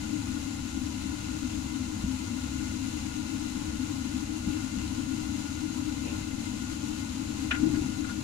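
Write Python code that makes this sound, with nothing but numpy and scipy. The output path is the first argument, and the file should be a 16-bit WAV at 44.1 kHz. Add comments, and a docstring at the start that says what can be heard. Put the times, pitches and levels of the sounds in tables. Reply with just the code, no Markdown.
"""Onions sizzling in a wok

Onions sizzle beside a phone: filtered noise mixed with random bubble bursts, over a low noise roar and mains hum.
The cook moves about with soft thuds (short tones and noise) and rustles (noise that swells and fades).
Then a wall cupboard is pulled open: its catch snaps in bright cracks and its door judders in a run of thuds.
The phone's left port sits in a hollow that rings; the right one hears a flatter, fainter kitchen."""
import sys
import numpy as np
from scipy.fft import rfft, irfft, next_fast_len
from scipy.io import wavfile
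from scipy.ndimage import map_coordinates

SR = 44100
rng = np.random.default_rng(int(sys.argv[2]) if len(sys.argv) > 2 else 0)


def pcm_store(signal):
    """Save signal as 16-bit PCM."""
    levels = np.round(np.clip(np.atleast_2d(signal), -1, 1) * 32767)
    wavfile.write(sys.argv[1], SR, levels.astype(np.int16).T)


N = 362943
TIME = np.arange(N) / SR  # seconds
SIZE = 2 * next_fast_len(N // 2 + SR // 2)  # filter length in samples, with room for ringing
FREQ = np.fft.rfftfreq(SIZE, 1 / SR)  # Hz
TOP_HZ = 15700  # nothing is kept from here up

# tone of the stove's roar at each port: (frequency [Hz], level [dB])
ROAR_TONE_LEFT = [(15, -19), (40, -27.5), (70, -9), (115, -22), (180, -20.5), (290, -7.5), (345, -22),
                  (420, -53), (520, -49.5), (900, -40.5), (2000, -81)]
ROAR_TONE_RIGHT = [(15, -27), (40, -34), (70, -11.5), (115, -23.5), (180, -25.5), (260, -15.5), (315, -46),
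                   (420, -39.5), (600, -32), (1000, -73), (2000, -88)]
# how alike the roar is at the two ports: (frequency [Hz], likeness [0 to 1])
ROAR_LIKENESS = [(100, 1), (200, 1), (290, 0.77), (420, 0), (600, 0.32)]
# tone of the frying at each port: (frequency [Hz], level [dB])
SIZZLE_TONE_LEFT = [(250, -44), (650, -52), (880, -41.5), (1000, -39), (1350, -30.5), (1800, -44),
                    (2600, -31.5), (4500, -35.5), (6000, -34), (7000, -30), (8600, -42.5), (11000, -57.5),
                    (15000, -57.5)]
SIZZLE_TONE_RIGHT = [(250, -60), (700, -38.5), (950, -34.5), (1250, -41), (1700, -37), (2200, -39.5),
                     (4500, -39.5), (7700, -47.5), (10500, -40), (13000, -52.5), (15000, -60)]
# peaks and dips of the surfaces around each port: (frequency [Hz], width [Hz], height [dB])
PORT_PEAKS_LEFT = [(131.8, 7.6, 10), (203.2, 14.3, 7), (237.7, 34.5, 3.5), (261.9, 15.8, 7),
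                   (308.7, 17.5, 11.5), (456, 9.8, 2), (575, 19, 8.5), (799, 14, 5), (970, 30, 12.5),
                   (1434, 52.5, 12), (2059, 104, 12.5), (2734, 84, 4), (3100, 51, 2.5), (3215, 155, -6),
                   (3453, 63, -7.5), (3975, 37, 8), (4134, 160, 4.5), (5300, 290, -1.5), (6510, 140, 3.5)]
PORT_PEAKS_RIGHT = [(133.8, 6.8, 5.1), (214, 22, 1.8), (472, 37, 7.7), (777.5, 42, 8.3), (854, 42, 10.7),
                    (1048, 94, 6.3)]
# the cook's feet on the floor: (time [s], level [dB])
FOOTFALLS = [(1.959, -11), (2.038, 1), (4.472, 0), (4.765, -7)]
# tone of the thuds at each port: (frequency [Hz], level [dB])
THUD_TONE_LEFT = [(30, -27), (80, -21), (150, 2), (200, -10), (290, -3.5), (370, -6.5), (520, -51),
                  (900, -45), (1400, -42), (2500, -68), (6000, -110)]
THUD_TONE_RIGHT = [(30, -42), (80, -12), (150, -1.5), (260, -11), (330, -22), (430, -26.5), (550, -23.5),
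                   (900, -31), (2500, -42), (6000, -110)]
# tone of the moving floor: (frequency [Hz], level [dB])
FLOOR_TONE = [(10, -28), (30, -10), (55, -6), (100, -7), (170, -9), (250, -18), (500, -66), (1500, -120)]
# things slid on the counter: (time [s], half length [s], level [dB])
SLIDES = [(3.627, 0.053, -50), (4.54, 0.036, -42), (4.8, 0.043, -41.5), (6.073, 0.04, -36),
          (6.15, 0.091, -44)]
# tone of the sliding: (frequency [Hz], level [dB])
SLIDE_TONE = [(200, 6), (550, 4.5), (900, -7), (1900, -13), (2650, 6), (3400, -11), (8000, -28)]
# hard contacts, the catch and then things on the shelf: (time [s], level [dB], brightness [dB per octave])
CONTACTS = [(7.5104, 1, -1.5), (7.745, -16, -14), (8.041, -14, -22), (8.09, -13, -24)]
# tone of the contacts at each port: (frequency [Hz], level [dB])
CONTACT_TONE_LEFT = [(120, -26), (380, -7.5), (600, -26), (900, -24), (1150, -13), (1400, -0.5), (1750, -3),
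                     (2050, -10.5), (2450, -1), (3500, -7), (4600, -22), (8000, -23), (15000, -66)]
CONTACT_TONE_RIGHT = [(120, -17), (400, -26), (650, -11), (850, -17), (1400, -10), (2100, -2.5), (2700, -9),
                      (3300, -9), (4500, -27), (8000, -46), (15000, -73)]

# the frying swells once: time, half length, lift
FLARE_S, FLARE_HALF_S, FLARE_DB = 2.9, 0.53, 0.96
# footfalls: pitch of the flexing floor, its boom compared with the blow
FOOT_HZ, FOOT_BOOM_DB = 195.5, 7.5
# each contact: a light touch just before it, a second touch after it
LEAD_S, LEAD_DB = 0.0041, -9
CHATTER_S, CHATTER_DB = 0.00344, -0.5
# then one fall back: delay, level, loss of brightness in dB per octave
REBOUND_S, REBOUND_DB, REBOUND_DULL_DB = 0.036, -7.5, -2
# the door: start of its motion, then middle level, middle pitch and boom of its slips
DOOR_S, DOOR_DB, DOOR_HZ, DOOR_BOOM_DB = 7.589, 6, 280, -6
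# the hinge sticks and slips: typical gap, random spread
SLIP_EVERY_S, SLIP_JITTER_S = 0.036, 0.00198
# the pull builds up, holds until this age, then eases
DOOR_RISE_S, DOOR_RISE_DB, DOOR_HOLD_S, DOOR_FADE_DB_PER_S = 0.03, 3.5, 0.19, 114


def amp(db):
    """Turn decibels into a gain."""
    return 10 ** (np.asarray(db) / 20)


def unit(x):
    """Scale to an average strength (rms) of 1."""
    return x / np.sqrt(np.mean(x ** 2) + 1e-20)


def along(points):
    """Join (frequency, value) points into a curve on a log frequency axis."""
    hz, value = np.transpose(points)
    return np.interp(np.log(FREQ + 1), np.log(hz + 1), value)


def wobble(rate):
    """Draw a smooth random curve through `rate` random points a second."""
    points = rng.standard_normal(int(N * rate / SR) + 4)
    return map_coordinates(points, [TIME * rate])


def filtered(x, response):
    """Shape a sound by multiplying its spectrum by a frequency response."""
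    return irfft(rfft(x, SIZE) * response, SIZE)[..., :N]


def causal(db):
    """Make a response with these gains that rings only after a blow, never before it."""
    cepstrum = irfft(np.log(amp(db)), SIZE)
    cepstrum[..., 1:SIZE // 2] *= 2
    cepstrum[..., SIZE // 2 + 1:] = 0
    return np.exp(rfft(cepstrum))


def add(track, s, sound):
    """Mix a sound into a track from time s, cut off at the track's end."""
    part = track[..., round(s * SR):][..., :sound.shape[-1]]
    part += sound[..., :part.shape[-1]]


def burst(t60, rise=0.00015, channels=2):
    """Noise that swells (rise [s]) and dies by 60 dB in t60 [s], with energy 1 per channel."""
    t = TIME[:SR // 2]
    envelope = amp(-60 * t / t60) * (1 - np.exp(-t / rise))
    noise = rng.standard_normal((channels, len(t))) * envelope
    return noise / np.linalg.norm(noise, axis=1, keepdims=True)


def stove(roar_db=-2.5, hum_hz=100, hum_db=-43.0, hum_right_db=-3.5):
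    """Turbulent roar is filtered noise, alike at both ports in the bass; mains hum is a steady tone."""
    shared, apart = rng.standard_normal((2, N))
    alike = np.clip(along(ROAR_LIKENESS), 0, 1)
    left = filtered(shared, amp(along(ROAR_TONE_LEFT)))
    blend = [alike, np.sqrt(1 - alike ** 2)]  # keeps the power the same
    right = filtered([shared, apart], amp(along(ROAR_TONE_RIGHT)) * blend).sum(axis=0)
    roar = amp(roar_db) * np.array([left, right])
    hum = np.sin(2 * np.pi * hum_hz * TIME + 0.064 * wobble(1.9))  # its phase drifts slightly
    return roar + amp([[hum_db], [hum_db + hum_right_db]]) * hum


def sizzle(level_db=-3.5, burst_rate=5000, size_spread_db=4, steam_share=0.74, seethe_db=0.5,
           tiles_db=-12, tiles_t60=0.081):
    """Thousands of tiny steam bubbles burst in the oil each second and merge into a hiss."""
    bursts = rng.random(N) < burst_rate / SR
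    sizes = amp(size_spread_db * np.clip(rng.standard_normal(N), -2, 2))
    # each burst reaches the two ports differently
    crackle = unit(bursts * sizes * rng.standard_normal((2, N)))
    steam = rng.standard_normal((2, N))
    share = np.clip(steam_share, 0, 1)
    fizz = np.sqrt(1 - share) * crackle + np.sqrt(share) * steam
    flare_db = FLARE_DB * np.exp(-((TIME - FLARE_S) / FLARE_HALF_S) ** 2)
    heat = amp(level_db + flare_db + seethe_db * wobble(18))
    # early echoes from the tiles ripple the spectrum
    tiles = 1 + amp(tiles_db) * rfft(burst(tiles_t60, rise=0.0061), SIZE)
    return filtered(heat * fizz, tiles * causal([along(SIZZLE_TONE_LEFT), along(SIZZLE_TONE_RIGHT)]))


def thuds(level_db=22, flex_db=-19.0, flex_time=0.0043, shudder_db=-6, shudder_t60=0.17,
          shudder_rise=0.0087, push_db=-5, boom_db=2.5, boom_right_db=-2):
    """Each footfall or door slip flexes a panel for a few cycles, leaves a shudder and moves the floor."""
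    blows, floor = np.zeros((2, N))
    t = TIME[:SR // 2]
    steps = [(s, db, FOOT_HZ, FOOT_BOOM_DB) for s, db in FOOTFALLS]
    for s, db, hz, floor_db in steps + door_slips():
        flex = np.sin(2 * np.pi * hz * t) * t * np.exp(-t / flex_time)
        flex = amp(flex_db) * flex / np.linalg.norm(flex)
        shudder = amp(shudder_db) * burst(shudder_t60, rise=shudder_rise, channels=1)[0]
        push = amp(push_db) * (t == 0)  # one instant push on the floor
        add(blows, s, amp(db) * (shudder + flex))
        add(floor, s, amp(db + floor_db) * (shudder + push))
    wood = filtered(blows, causal([along(THUD_TONE_LEFT), along(THUD_TONE_RIGHT)]))
    boom = amp([[boom_db], [boom_db + boom_right_db]]) * filtered(floor, causal(along(FLOOR_TONE)))
    return amp(level_db) * (wood + boom)


def rustles(rough_db=2, right_db=-3):
    """Sliding friction is noise in brief, uneven swells."""
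    stroke = sum(amp(db) * np.exp(-((TIME - s) / length) ** 2) for s, length, db in SLIDES)
    rub = stroke * amp(rough_db * wobble(90)) * rng.standard_normal((2, N))
    return filtered(rub, amp(along(SLIDE_TONE))) * amp([[0], [right_db]])


def clacks(level_db=12.0, crack_t60=0.046, room_t60=0.17, room_db=-1.0, room_dull_db=-3, pivot_hz=1500):
    """Hard contacts chatter and rebound; each touch is a short crack with the kitchen's duller answer."""
    track = np.zeros((2, N))
    # octaves above the pivot, at most two: brightness acts only here
    octaves = np.log2(np.clip(np.fft.rfftfreq(SR // 2, 1 / SR) / pivot_hz, 1, 4))
    touches = [(-LEAD_S, LEAD_DB, 0), (0, 0, 0), (CHATTER_S, CHATTER_DB, 0),
               (REBOUND_S, REBOUND_DB, REBOUND_DULL_DB)]
    for s, db, bright_db in CONTACTS:
        for delay, touch_db, dull_db in touches:
            room = rfft(burst(room_t60, rise=0.0031)) * amp(room_db + room_dull_db * octaves)
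            crack = rfft(burst(crack_t60))
            hit = irfft((crack + room) * amp((bright_db + dull_db) * octaves))[:, :SR // 3]
            add(track, s + delay, amp(level_db + db + touch_db) * hit)
    return filtered(track, causal([along(CONTACT_TONE_LEFT), along(CONTACT_TONE_RIGHT)]))


def door_slips(count=10, scatter_db=2.2, pitch_scatter=0.079):
    """The hinge sticks and slips as the door is pulled: rows (time [s], level [dB], pitch [Hz], boom [dB])."""
    late, size, pitch = rng.standard_normal((count, 3)).T
    age = SLIP_EVERY_S * np.arange(count)
    build_db = -DOOR_RISE_DB * np.clip(1 - age / DOOR_RISE_S, 0, 1)
    ease_db = -DOOR_FADE_DB_PER_S * np.maximum(age - DOOR_HOLD_S, 0)
    times = DOOR_S + age + SLIP_JITTER_S * late
    levels = DOOR_DB + build_db + ease_db + scatter_db * size
    pitches = DOOR_HZ * np.exp(pitch_scatter * pitch)
    return list(zip(times, levels, pitches, np.full(count, DOOR_BOOM_DB)))


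def scene():
    """Add up everything in the kitchen, as it arrives at the two ports."""
    return stove() + sizzle() + thuds() + rustles() + clacks()


def record(dry):
    """Surfaces around each port boost or weaken certain pitches; the highest treble is removed."""
    colour = [sum(db * np.exp(-2 * ((FREQ - hz) / width) ** 2) for hz, width, db in port)
              for port in (PORT_PEAKS_LEFT, PORT_PEAKS_RIGHT)]
    return filtered(dry, causal(colour) * (FREQ < TOP_HZ))


dry = scene()
out = record(dry)
pcm_store(out)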